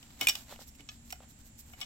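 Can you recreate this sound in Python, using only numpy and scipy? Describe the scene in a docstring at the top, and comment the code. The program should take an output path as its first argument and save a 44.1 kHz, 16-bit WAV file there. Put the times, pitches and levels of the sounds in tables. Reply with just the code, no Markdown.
"""A quiet room, a stereo microphone close to a rucksack. A hand flips a webbing strap over the metal
tube frame: the plastic buckle rattles and knocks the tube once, and the pack thuds under the hand.
Then the webbing slides through the buckle in short, grainy strokes, among soft bumps on the pack
and scattered clicks. Midway the buckle's loose half ticks against its mate; a cluster of clicks
comes last. Ventilation rumble, a low hum and a faint hiss lie under it all."""
import sys
import numpy as np
from scipy import signal
from scipy.fft import rfft, irfft
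from scipy.io import wavfile

SR = 44100
rng = np.random.default_rng(int(sys.argv[2]) if len(sys.argv) > 2 else 0)


def bounce(signal):
    """Save signal as a 16-bit WAV file at the path given by the first command-line argument."""
    frames = np.transpose(np.atleast_2d(signal))
    limited = np.clip(frames, -1, 1)
    pcm = np.round(limited * 32767).astype(np.int16)
    wavfile.write(sys.argv[1], SR, pcm)


N = 81585
SIDE = np.array([[1], [-1]])  # adds to the left channel, subtracts from the right


def buckle():
    """Each contact cracks, knocks the buckle's body and rings the modes its contact point favours."""
    # contacts: start_s, ring_db, crack_db, knock_db, bright_hz, t60_factor, pan_db
    contacts = [(.028, -44.5, -47, -68, 3600, 0.49, 1), (.104, -47.5, -58, -49.5, 3270, 0.39, 0),
                (.2108, -26.5, -27.5, -52, 2950, 1.2, 3), (.2125, -29.5, -27, -36.5, 3050, 0.87, -13),
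                (.219, -33.5, -41, -40.5, 2920, 1.6, 10.5), (.229, -33, -39, -49, 2680, 0.87, -3),
                (.250, -41, -40, -59, 5000, 0.76, -9), (.2706, -33, -24, -53, 3000, 0.54, 3),
                (.272, -49, -23.5, -34, 6000, 0.4, 0), (.285, -21.5, -18, -47, 7700, 0.65, -2.5),
                (.2875, -21.5, -18.5, -41, 4000, .9, -5), (.291, -28, -21.5, -56, 7600, 0.28, -9),
                (0.2936, -19, -33, -40.5, 5300, 1, -2), (0.297, -30.5, -22, -40, 3500, 0.85, 2),
                (.353, -29.5, -34.5, -45.5, 3830, 0.59, -1.5), (.355, -34, -35.5, -69, 4230, 0.28, -14),
                (.560, -43.5, -52, -44, 2800, 0.29, 0), (.6885, -50, -62, -77, 5600, 0.56, -8),
                (0.7514, -57, -56, -72, 6000, 0.54, -9), (.795, -50, -70, -64, 2200, 0.84, -11),
                (.806, -41.5, -51, -62, 2500, 0.27, -6.5), (.889, -36, -54, -54, 3900, 0.82, -5.5),
                (1.1046, -42, -41, -64, 6800, .3, -4), (1.11, -49, -45, -72, 7400, 0.23, -15),
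                (1.125, -30.5, -31.5, -64, 5560, 0.42, -2.5), (1.127, -36, -54, -32, 2440, 0.6, -5.5),
                (1.735, -45, -61, -49.5, 2220, 1.1, 1.5), (1.805, -63, -39, -59, 7500, 0.47, -4),
                (1.8128, -31.5, -40.5, -66, 3870, 1.2, 6.5), (1.8155, -39.5, -39, -56, 3430, .8, 1),
                (1.819, -36, -45, -45, 3020, 1.2, -5.5), (1.829, -34, -54, -70, 3300, 0.66, 0)]
    # ringing modes of the plastic: pitch_hz, level_db, t60_s
    buckle_modes = [(1204, -5, 0.055), (1690, -15.5, 0.11), (2198, -1, 0.051), (2482, -6, 0.041),
                    (2973, -3.5, 0.077), (3350, -9, 0.066), (3708, -5.5, 0.039), (4260, -14, 0.056),
                    (5010, -6, .045), (5560, -0.5, .05), (6400, -14, 0.072), (7540, -7.5, 0.035),
                    (7880, -4.5, 0.04)]
    # lower modes of the buckle's body: pitch_hz, level_db, t60_s
    knock_modes = [(611, -8.5, 0.049), (740, 0.5, 0.043), (1068, -3, 0.01), (1207, -23, 0.067),
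                   (1405, -5, 0.037)]
    # spectrum of the crack: frequency_hz, level_db
    crack_spectrum = [(300, -27), (900, -5), (1800, -3.5), (2600, 6), (5000, -3.5), (8200, 2.5),
                      (9800, -22), (11200, 1.5), (13000, -5.5), (15500, -4.5)]
    grip_detune, scatter_db = 0.0048, 1.5  # fingers shift and reweight the modes on each contact
    port_spread_rad = 0.5  # a turning buckle radiates unevenly towards the two microphone ports
    contact_octaves = 0.5  # width of the favoured band
    out, crack_decay = np.zeros((2, N)), fade(t60=0.015)
    crack_noise = wide_noise(crack_spectrum, side_db=-7.5)
    for start_s, ring_db, crack_db, knock_db, bright_hz, t60_factor, pan_db in contacts:
        scatters, shifts, leads = rng.standard_normal((3, len(buckle_modes)))
        modes = []
        for (hz, db, t60), scatter, shift in zip(buckle_modes, scatters, shifts):
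            off_band_db = 10 * np.log10(1 + (2 * np.log2(hz / bright_hz) / contact_octaves) ** 2)
            modes.append((hz * (1 + grip_detune * shift), db + scatter_db * scatter - off_band_db, t60))
        ringing = undb(ring_db) * ring(modes, t60_factor, port_spread_rad * leads)
        knock = undb(knock_db) * ring(knock_modes, t60_factor)
        crack = undb(crack_db) * np.roll(crack_noise, rng.integers(N), axis=1) * crack_decay
        add(out, start_s, pan(pan_db) * (ringing + knock))
        add(out, start_s, pan(pan_db) * crack)
    # the small buckle gives off little bass
    return signal.sosfilt(signal.butter(3, 490, "high", fs=SR, output="sos"), out)


def frame_tube():
    """The buckle strikes the metal tube once, and it rings high and short."""
    # blow on the tube: start_s, level_db
    hits = [(.2705, -14)]
    # tube modes: pitch_hz, level_db, t60_s
    modes = [(2430, -1, 0.089), (2760, 5, 0.008), (3510, -3, 0.02), (5540, -15, 0.035),
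             (7470, -10.5, 0.032), (8470, -10.5, 0.023), (10810, -13.5, 0.038), (11800, -22.5, 0.017),
             (13330, -8, 0.015)]
    return strike(hits, modes)


def loose_half():
    """The buckle's loose half ticks against its mate and rings with its own modes."""
    # ticks: start_s, level_db
    ticks = [(.8888, -40.5), (.8935, -43)]
    # modes of the loose half: pitch_hz, level_db, t60_s
    modes = [(1222, -11.5, 0.077), (1724, -12, 0.071), (2566, -2, 0.03), (3110, -2.5, .06),
             (3380, 1, 0.0366), (4120, -5, 0.021), (4667, -24, 0.072), (5360, -3.5, 0.016),
             (6420, -2.5, 0.024)]
    return strike(ticks, modes)


def webbing():
    """Each stroke of the strap swells and dies; threads catching on the buckle make it grainy."""
    # strokes: middle_s, length_s, cloth_db, scrape_db, hiss_db
    strokes = [(0.09, 0.75, -68.5, -66.5, -67.5), (0.214, .04, -64, -74, -59),
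               (0.236, 0.053, -50.5, -46, -48), (0.371, 0.11, -61, -56, -52.5),
               (0.52, 0.069, -54.5, -56, -56), (0.619, 0.049, -64.5, -53.5, -56),
               (.683, 0.028, -78, -63, -51.5), (0.756, 0.016, -84, -68, -60),
               (0.801, .035, -64, -60.5, -71), (0.923, 0.084, -77.5, -61.5, -64),
               (1.094, 0.08, -74, -67, -60.5), (1.234, 0.038, -60.5, -79, -68),
               (1.306, .04, -78, -67, -60.5), (1.403, 0.042, -71.5, -66, -64.5),
               (1.468, 0.048, -72.5, -71, -58.5), (1.598, 0.031, -82, -60.5, -49),
               (1.693, 0.072, -70, -69, -60.5), (1.731, 0.026, -77, -77, -60.5),
               (1.80, 0.055, -58, -64, -59), (1.845, 0.06, -67, -57.5, -73)]
    # spectra of cloth rustle, weave scrape and sliding hiss: frequency_hz, level_db
    cloth_spectrum = [(150, -1.5), (400, -6.5), (700, 2.5), (1300, -3.5), (2000, -4.5), (4000, -7.5),
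                      (15000, -49)]
    scrape_spectrum = [(400, -25.5), (1500, -3), (2600, -1.5), (4000, 4), (5500, 1), (8000, -1.5),
                       (10000, -14.5), (15000, -21)]
    hiss_spectrum = [(2000, -31.5), (5500, -9), (8000, -6), (9700, -16.5), (11000, -11.5), (12500, -3.5),
                     (15500, -11)]
    catches_per_s, catch_spread_db, grain_share = 780, 2, 0.39
    t, out = clock(), np.zeros((2, N))
    caught = rng.random(N) < catches_per_s / SR
    catches = caught * undb(catch_spread_db * np.minimum(rng.exponential(size=N), 4))
    roughness = unit(signal.fftconvolve(catches, fade(t60=0.00817))[:N])
    grain = unit(1 - grain_share + grain_share * roughness)
    cloth = noise(cloth_spectrum) + .5 * noise(cloth_spectrum, channels=2)
    scrape = noise(scrape_spectrum, channels=2) * pan(db=-2.5)
    hiss = noise(hiss_spectrum, channels=2) * pan(db=-5)
    for middle_s, length_s, cloth_db, scrape_db, hiss_db in strokes:
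        swell = np.exp(-(2 * (t - middle_s) / length_s) ** 2)
        out += swell * (undb(cloth_db) * cloth + undb(scrape_db) * scrape + undb(hiss_db) * hiss)
    return out * grain


def pack():
    """The pack gives soft, dead bumps and low thuds under the hand."""
    # bumps and thuds: start_s, level_db
    bumps = [(.5241, -37), (.5905, -42.5), (.6145, -48), (1.2038, -45.5), (1.233, -51)]
    thuds = [(.214, -41), (.281, -49), (.797, -50.5)]
    # their damped modes: pitch_hz, level_db, t60_s
    bump_modes = [(568, 5, .014), (800, -1, 0.025), (1346, -1.5, 0.0084), (3430, -1, .003),
                  (7200, -9, .002)]
    thud_modes = [(166, -8, 0.091), (281, 0, 0.12), (437, -4.5, 0.076)]
    return strike(bumps, bump_modes) + strike(thuds, thud_modes)


def microphone_ports(sound):
    """Close sound reaches the two ports with a phase and level gap that varies with frequency."""
    # left port against right: frequency_hz, lead_rad, level_db
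    gaps = [(200, 0, 5.5), (835, 1.3, 3), (1390, 2.3, 8), (2104, 2.34, 2.5), (2500, 0.5, -1.5),
            (3030, 2.16, 4), (5460, 0.5, 1.5), (7750, 1.37, 0), (11900, 2, -3)]
    response = np.exp(1j * SIDE / 2 * along_hz(gaps)) * undb(SIDE / 2 * along_hz(gaps, column=2))
    impulse = np.roll(irfft(response, N), 128, axis=1)[:, :257]  # short and centred on time zero
    return signal.fftconvolve(sound, impulse, mode="same", axes=1)


def room_echoes(sound, t60, delay_s):
    """Dense reflections of even colour, different in each channel."""
    spectrum = rfft(rng.standard_normal((2, N)) * fade(t60))
    whitened = irfft(spectrum / (np.abs(spectrum) + 1e-12), N)
    tail = whitened * fade(t60) ** .2  # a gentle extra fade keeps the late tail quiet
    response = np.zeros((2, N))
    add(response, delay_s, unit(tail) / np.sqrt(N))
    return signal.fftconvolve(sound, response, axes=1)[:, :N]


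def room_tone():
    """Low ventilation rumble, a wavering hum of narrow noise bands and a faint hiss."""
    # spectra of rumble and hiss: frequency_hz, level_db
    rumble_spectrum = [(20, -0.5), (45, 4), (70, 1.5), (120, 0.5), (180, -6), (270, -3.5), (340, -17),
                       (450, -23), (900, -23), (2000, -75)]
    hiss_spectrum = [(100, -6), (350, 0.5), (700, -5.5), (2000, -1), (5000, -5.5), (6400, -3), (7500, 9.5),
                     (8700, -9), (10000, -9.5), (12500, -11.5), (15500, -16)]
    # hum bands: pitch_hz, level_db
    hum_bands = [(68, -63.5), (231, -67)]
    rumble = undb(-58) * wide_noise(rumble_spectrum, side_db=-17)
    hum = 0
    for hz, db in hum_bands:
        band = [(hz * .88, -70), (hz * .97, -2), (hz, 0), (hz * 1.03, -2), (hz * 1.12, -70)]
        hum += undb(db) * noise(band)
    hiss = undb(-65.5) * wide_noise(hiss_spectrum, side_db=1)
    return (rumble + hum) * pan(db=1.85) + hiss * pan(db=-4)


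def strike(hits, modes):
    """One object struck at the given times."""
    out = np.zeros((2, N))
    for start_s, db in hits:
        add(out, start_s, undb(db) * ring(modes))
    return out


def ring(modes, t60_factor=1, lead_rad=np.zeros(20)):
    """Decaying modes set off by one blow; each may lead in one channel."""
    t, out = np.arange(8000) / SR, 0
    for k, (hz, db, t60) in enumerate(modes):
        tone = np.sin(2 * np.pi * hz * t + np.pi * k / 2 + SIDE * lead_rad[k])
        decay = np.exp(-np.log(1000) * t / max(t60 * t60_factor, 1e-3))
        attack = 1 - np.exp(-np.pi * hz * t)
        out += undb(db) * tone * decay * attack
    return out


def noise(spectrum, channels=1):
    """Noise of rms 1 with the given colour."""
    white = rng.standard_normal((channels, N))
    return unit(irfft(rfft(white) * undb(along_hz(spectrum)), N))


def wide_noise(spectrum, side_db):
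    """Stereo noise from independent mid and side signals."""
    return noise(spectrum) + undb(side_db) * SIDE * noise(spectrum)


def along_hz(table, column=1):
    """A table column interpolated on a log-frequency axis."""
    table = np.array(table, float)
    return np.interp(np.log(np.fft.rfftfreq(N, 1 / SR) + 1), np.log(table[:, 0]), table[:, column])


def add(out, start_s, sound):
    """Mix a sound in at a given time."""
    i = int(np.clip(start_s * SR, 0, N - 1))
    n = min(N - i, sound.shape[-1])
    out[:, i:i + n] += sound[..., :n]


def pan(db):
    """Channel gains that put the left db above the right."""
    return undb(SIDE * db / 2)


def fade(t60):
    """Exponential decay, 60 dB down after t60 seconds."""
    return np.exp(-np.log(1000) * clock() / t60)


def clock():
    """Time of every sample in seconds."""
    return np.arange(N) / SR


def undb(db):
    """Decibels to gain."""
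    return 10 ** (np.asarray(db) / 20)


def unit(x):
    """Scale to rms 1."""
    return x / np.sqrt(np.mean(x ** 2))


def scene():
    """The rucksack close to the microphone, with short reflections and the room tone behind it."""
    hardware = frame_tube() + buckle() + loose_half()
    near = microphone_ports(hardware) + pack() + webbing()
    return near + undb(-13.5) * room_echoes(near, t60=0.22, delay_s=.007) + room_tone()


def record(dry):
    """The recorder cuts the top steeply."""
    top_hz = 15900
    return signal.sosfilt(signal.ellip(10, .2, 80, top_hz, fs=SR, output="sos"), dry)


dry = scene()
out = record(dry)
bounce(out)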